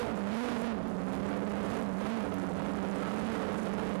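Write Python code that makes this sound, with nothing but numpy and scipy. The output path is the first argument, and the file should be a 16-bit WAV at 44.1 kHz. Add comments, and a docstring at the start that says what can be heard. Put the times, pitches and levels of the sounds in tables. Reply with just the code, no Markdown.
"""Inside the closed cockpit of a racing boat at full speed, a small microphone close to the din.
Two engines drone slightly apart and race up when the hull skips clear of the water; the drive hums
and whines, water pounds the hull and spray hisses over it. The din overloads the microphone, which
squares it off into a thin, rasping buzz, heard on the right side only."""
import sys
import numpy as np
from scipy import signal
from scipy.fft import rfft, irfft
from scipy.io import wavfile

SR = 44100
rng = np.random.default_rng(int(sys.argv[2]) if len(sys.argv) > 2 else 0)


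def wrap_up_sound(samples):
    """Save the sound to the file named by the first command line argument, as 16-bit audio."""
    columns = np.atleast_2d(samples).T
    # keep every value between -1 and 1, then stretch to whole-number steps
    tamed = np.clip(columns, -1, 1)
    steps = np.round(tamed * 32767).astype(np.int16)
    wavfile.write(sys.argv[1], SR, steps)


N = 176400
T = np.arange(N) / SR

# Partials of an engine: multiple of the exhaust note, and level/dB of each
PARTIAL_MULTIPLES = [.5, 1, 1.5, 2, 2.5, 3, 3.5, 4, 5, 6, 7, 8]
PARTIAL_LEVELS = [-25, -1.5, -26, -16, -19.5, -19.5, -27.5, -24, -25, -25.5, -28, -46.5]
FIRING_SCATTER_RAD, FIRING_SCATTER_HZ, FLUTTER_DB = .11, 90, 1.7
HOWL_HZ, HOWL_WIDTH_HZ = 497.7, 75

def engine(note_table, waver, howl_db=0):
    """An unevenly firing exhaust and its fluttering shaft partials, boosted near the howl resonance."""
    note_hz, note_db = curves(note_table)
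    phase = running_phase(note_hz, waver) + FIRING_SCATTER_RAD * wander(FIRING_SCATTER_HZ)
    drone = 0
    for multiple, partial_db in zip(PARTIAL_MULTIPLES, PARTIAL_LEVELS):
        nearness = np.exp(-((multiple * note_hz - HOWL_HZ) / HOWL_WIDTH_HZ) ** 2)
        level_db = note_db + partial_db + nearness * howl_db + FLUTTER_DB * wander(44.4)
        drone += amp(level_db) * np.sin(multiple * phase + 2 * np.pi * rng.random())
    return np.sqrt(2) * drone


# Exhaust notes of the leading and the second engine, from the cockpit: t/s, f/Hz, level/dB
LEAD_NOTE = [(0, 243.6, -5.5), (.06, 239.2, -6), (.125, 229.2, -4), (.155, 196.1, -3.5), (.22, 198.6, -1.5),
             (.3, 202, 1), (.345, 221.7, -3.5), (.41, 237.1, 5.5), (.455, 251.4, -2.5), (.5, 241.3, -1.5),
             (.57, 235.4, -2.5), (.615, 229.5, -2.5), (.66, 235.3, 0.5), (.72, 230.1, -2),
             (.745, 200, -6.5), (.795, 180.9, 2), (.87, 186, -4), (.97, 182.1, -0.5), (1.08, 188.5, 0.5),
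             (1.17, 197.9, 0.5), (1.4, 200.3, 0.5), (1.58, 207.3, -2), (1.66, 200.2, -4),
             (1.75, 221.9, -4.5), (1.84, 222.9, -10), (1.88, 193, 2.5), (1.95, 184.6, 1.5),
             (2.02, 203.7, -3.5), (2.06, 205, 2), (2.1, 224, 0), (2.17, 233, 3.5), (2.21, 205, -3),
             (2.28, 198.6, -3.5), (2.42, 195.6, -3.5), (2.5, 184.7, -5.5), (2.6, 197.7, -4),
             (2.72, 201.6, -0.5), (2.9, 195.4, 1), (3.02, 202.8, -4), (3.1, 200.9, -2), (3.2, 217.2, -1.5),
             (3.31, 226, 2), (3.38, 205.8, -6), (3.5, 207, -6), (3.62, 220.2, -3), (3.68, 199.8, -6.5),
             (3.75, 202.4, 4), (3.84, 219.3, -6), (3.94, 202.7, 1), (4, 194.5, -8)]
SECOND_NOTE = [(0, 221.9, -6), (.11, 227.3, -7.5), (.17, 180.1, -10), (.3, 199.6, -13.5), (.45, 222.1, -12),
               (.56, 215.1, -7), (.61, 180.2, -5.5), (.68, 215.4, -11), (.77, 215, -16), (.86, 228, 0),
               (.92, 212, -0.5), (1, 194.4, -8), (1.25, 178.6, -5.5), (1.55, 185.2, -6.5),
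               (1.8, 189.5, -5.5), (1.93, 200.1, -2), (2.02, 177.4, -8), (2.14, 215.6, -6.5),
               (2.3, 185.7, -7.5), (2.55, 167.3, -5), (2.8, 180.3, -6), (3.05, 180.3, -5.5),
               (3.2, 195.8, -8), (3.38, 186.4, -5), (3.6, 190, -4), (3.8, 190, -3.5), (4, 180.8, -4.5)]

def twin_engines():
    """Two engines drone slightly apart; only the leading one howls."""
    return engine(LEAD_NOTE, waver=.014, howl_db=howl_boost()) + engine(SECOND_NOTE, waver=.01998)


# Howls of the leading engine: middle t/s, length/s, boost/dB
HOWLS = [(.01, 0.12, 22.5), (0.441, 0.12, 11.5), (0.587, 0.27, 4.5), (1.45, .45, 9.5), (2.26, 0.1, 9),
         (3.004, .2, 11.5), (3.473, .2, 15.5)]

def howl_boost():
    """A resonance swells in one soft arch for each howl; gives its boost in dB."""
    return sum(db * np.cos(np.pi * np.clip((T - middle) / length, -.5, .5))
               for middle, length, db in HOWLS)


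# Hum of the drive under load: t/s, f/Hz, level/dB
DRIVE_HUM = [(0, 285.7, -18.5), (.7, 280.3, -18.5), (.93, 270, -9.5), (1.07, 259.4, -8), (1.18, 273.7, -6),
             (1.35, 282.1, -4.5), (1.5, 285.5, -12.5), (1.62, 290, -13), (1.76, 272.5, -7.5),
             (2.05, 279.7, -10.5), (2.27, 284.3, -11.5), (2.42, 278.5, -5), (2.52, 269.1, -11.5),
             (2.65, 281.1, -6), (2.85, 276.6, -5.5), (3.1, 284.2, -10.5), (3.3, 291.3, -11),
             (3.5, 297, -16), (4, 290.4, -9.5)]
# Whine of the gears: t/s, level/dB
GEAR_WHINE = [(0, -16.5), (1.5, -14.5), (1.7, -13.5), (1.95, -16.5), (3.05, -21.5), (3.22, -8), (3.52, -12),
              (3.88, -7), (4, -28)]
# Thin ringing of the drive: t/s, level/dB
DRIVE_RING = [(0, -46), (2.401, -21.5), (2.8, -19), (2.98, -23), (3.06, -11), (3.14, -22), (3.45, -18.5),
              (4, -30)]
HUM_FLUTTER_DB, WHINE_HZ, RING_HZ, RING_WIDTH_HZ = 2.5, 438.5, 1316, 31.8

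def drive():
    """The loaded drive gives a fluttering hum, a gear whine and a thin, narrow-band ring."""
    hum_hz, hum_db = curves(DRIVE_HUM)
    whine_db, ring_db = curves(GEAR_WHINE)[0], curves(DRIVE_RING)[0]
    hum = amp(hum_db + HUM_FLUTTER_DB * wander(22)) * np.sin(running_phase(hum_hz, waver=.01175))
    whine = amp(whine_db) * np.sin(running_phase(WHINE_HZ, waver=.0058))
    ring = amp(ring_db) * wander(RING_WIDTH_HZ) * np.sin(running_phase(RING_HZ, waver=.0057))
    return np.sqrt(2) * (hum + whine + ring)


# Spectrum of the rush on the hull, from inside: f/Hz, level/dB
RUSH_SPECTRUM = [(25, -19), (70, 2.5), (130, -5), (230, 2.5), (340, -3.5), (500, 0), (650, -1.5),
                 (900, -9.5), (1300, -11.5), (2200, -24), (4000, -28.5), (8000, -40)]
RUSH_DB, RUSH_LUMPS_DB = -4.5, .8

def hull_rush(water_db):
    """Water and wind beat on the hull in a lumpy rush."""
    rush = noise(RUSH_SPECTRUM) * amp(RUSH_LUMPS_DB * wander(31))
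    return amp(RUSH_DB + water_db) * unit_rms(rush)


# Spectra of the spray over the hull and of the ticks: f/Hz, level/dB
SPRAY_SPECTRUM = [(500, -30), (2000, -15), (4000, -2.5), (7000, 6.5), (10500, 1.5), (13000, -1)]
TICK_SPECTRUM = [(4000, -55), (8000, -25), (11000, -8), (13000, 0)]
# Thin ticks at the top of the treble: t/s, level/dB
TICKS = [(0.882, -14), (1.128, -12), (1.153, -8), (1.239, -18), (1.809, -13), (2.030, -15), (2.196, -14),
         (2.342, -5)]
SPRAY_DB, SPRAY_FLICKER_DB, TICK_DECAY_S = -30, 2, .0022

def spray(spray_db):
    """Spray flies over the hull in a flickering hiss; a few thin ticks sound on top of it."""
    hiss = amp(SPRAY_DB + spray_db + SPRAY_FLICKER_DB * wander(70)) * noise(SPRAY_SPECTRUM)
    tick_envelope = sum(amp(db) * (T >= t) * np.exp(-abs(T - t) / TICK_DECAY_S) for t, db in TICKS)
    return hiss + tick_envelope * noise(TICK_SPECTRUM)


def amp(db):
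    """Decibels to gain."""
    return 10 ** (np.asarray(db) / 20)


def unit_rms(x):
    """Scales to rms 1."""
    return x / np.sqrt(np.mean(x ** 2) + 1e-20)


def curves(rows):
    """Each column of a table, joined by straight lines in time."""
    times, *columns = np.transpose(rows)
    return [np.interp(T, times, column) for column in columns]


def coloured(x, spectrum):
    """Filters by an outline of f/Hz, level/dB."""
    hz, db = np.transpose(spectrum)
    gain_db = np.interp(np.log(np.fft.rfftfreq(N, 1 / SR) + 1), np.log(hz), db)
    return irfft(rfft(x) * amp(gain_db), N)


def noise(spectrum):
    """Noise of rms 1 with the given spectrum."""
    return unit_rms(coloured(rng.standard_normal(N), spectrum))


def wander(rate_hz):
    """Random drift of rms 1, up to about the given rate."""
    low_pass = 1 / (1 + (np.fft.rfftfreq(N, 1 / SR) / rate_hz) ** 4)
    return unit_rms(irfft(rfft(rng.standard_normal(N)) * low_pass, N))


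def running_phase(hz, waver):
    """Phase of something that turns unevenly; waver is a share of its speed."""
    uneven_hz = hz * (1 + waver * wander(24.3))
    return 2 * np.pi * (np.cumsum(uneven_hz) / SR + rng.random())


def low_cut(x, hz):
    """Gentle first-order high-pass."""
    return signal.lfilter(*signal.butter(1, hz, "high", fs=SR), x)


# The ride over the waves: t/s, din level/dB, water level/dB within the din, spray level/dB
RIDE = [(0, 12, 1.5, 7), (.07, -2.5, -0.5, -1), (.13, -4, -2, -4), (.19, -4.5, -3.5, -1.5), (.27, 1, -4, 2),
        (.35, 7, 1.5, 5), (.41, 12, -3, -3), (.47, 15, -4, 0), (.55, 9.5, -4, 4.5), (.615, 0, -2.5, 10.5),
        (.66, 14, -5.5, -5), (.715, 5.5, -8, -12), (.75, -6.5, -2, -13), (.82, -14, 3, -16),
        (.87, -9, 0.5, -5), (.91, -12, -0.5, -5), (1.0, -11, -1, -6.5), (1.12, -6.5, 1, 2),
        (1.22, -6.5, 0.5, -2), (1.31, -4.5, 2, 3), (1.39, -5, -4.5, 0), (1.58, -6.5, 3.5, -2),
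        (1.67, -1, -0.5, 6.5), (1.75, -1.5, 4, 5), (1.82, -1, -3.5, 3.5), (1.9, -9.5, -2, -4),
        (1.98, -5.5, -0.5, 2), (2.08, 4.5, -0.5, 3), (2.18, 2.5, -1.5, 5), (2.27, -7.5, 0.5, -1),
        (2.33, -7, -0.5, -5), (2.4, -2, -4, 3.5), (2.5, -7.5, -1.5, -3), (2.65, -5, 0.5, 1),
        (2.92, -4, -2, 1), (3.1, -3, 0.5, 3), (3.28, 2.5, -0.5, 5.5), (3.44, -3, 1, 1.5),
        (3.56, -1.5, -2.5, 5), (3.75, -3.5, 1, 2), (3.89, 2, -2.5, 3), (3.97, -4, -2, 0)]

def scene():
    """In the cockpit, engines, drive and water swell together with the waves; spray hisses on top."""
    din_db, water_db, spray_db = curves(RIDE)
    din = twin_engines() + drive() + hull_rush(water_db)
    cockpit = amp(din_db) * din + spray(spray_db)
    return np.array([cockpit, cockpit])


# The small microphone's response and its own hiss: f/Hz, level/dB
MIC_RESPONSE = [(30, 5), (200, 0.5), (600, -0.5), (1500, -2), (3000, -4.5), (5000, -8.5), (8000, -11.5),
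                (11000, -10), (13000, -19)]
MIC_HISS = [(50, -2), (1000, 9), (4000, -4), (10000, -16), (13000, -31)]
OVERLOAD_DB, BIAS, KNEE, DROOP_HZ, LOPSIDEDNESS = 13.5, .29, 4, 160, .2
LEAK_DB, LEAK_HZ = 1.5, 4800
OUT_DB, HISS_DB, BAND_LIMIT_HZ = -28, -56.5, 13130

def record(dry):
    """The microphone in the cockpit clips the din to a drooping square wave. Right channel only."""
    pressure = dry.mean(0)
    driven = amp(OVERLOAD_DB) * pressure - BIAS
    clipped = driven / (1 + abs(driven) ** KNEE) ** (1 / KNEE)
    drooped = low_cut(clipped, DROOP_HZ)
    lopsided = drooped + LOPSIDEDNESS * drooped ** 2  # taller on one side
    buzz = low_cut(lopsided - lopsided.mean(), hz=24.7)
    leak = amp(LEAK_DB) * low_cut(low_cut(pressure, LEAK_HZ), LEAK_HZ)  # treble slips past the clipping
    mic = amp(OUT_DB) * coloured(buzz + leak, MIC_RESPONSE) + amp(HISS_DB) * noise(MIC_HISS)
    band_limit = signal.firwin(511, BAND_LIMIT_HZ, window=("kaiser", 9), fs=SR)
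    right = signal.oaconvolve(mic, band_limit, "same")
    return np.array([np.zeros(N), right])


dry = scene()
out = record(dry)
wrap_up_sound(out)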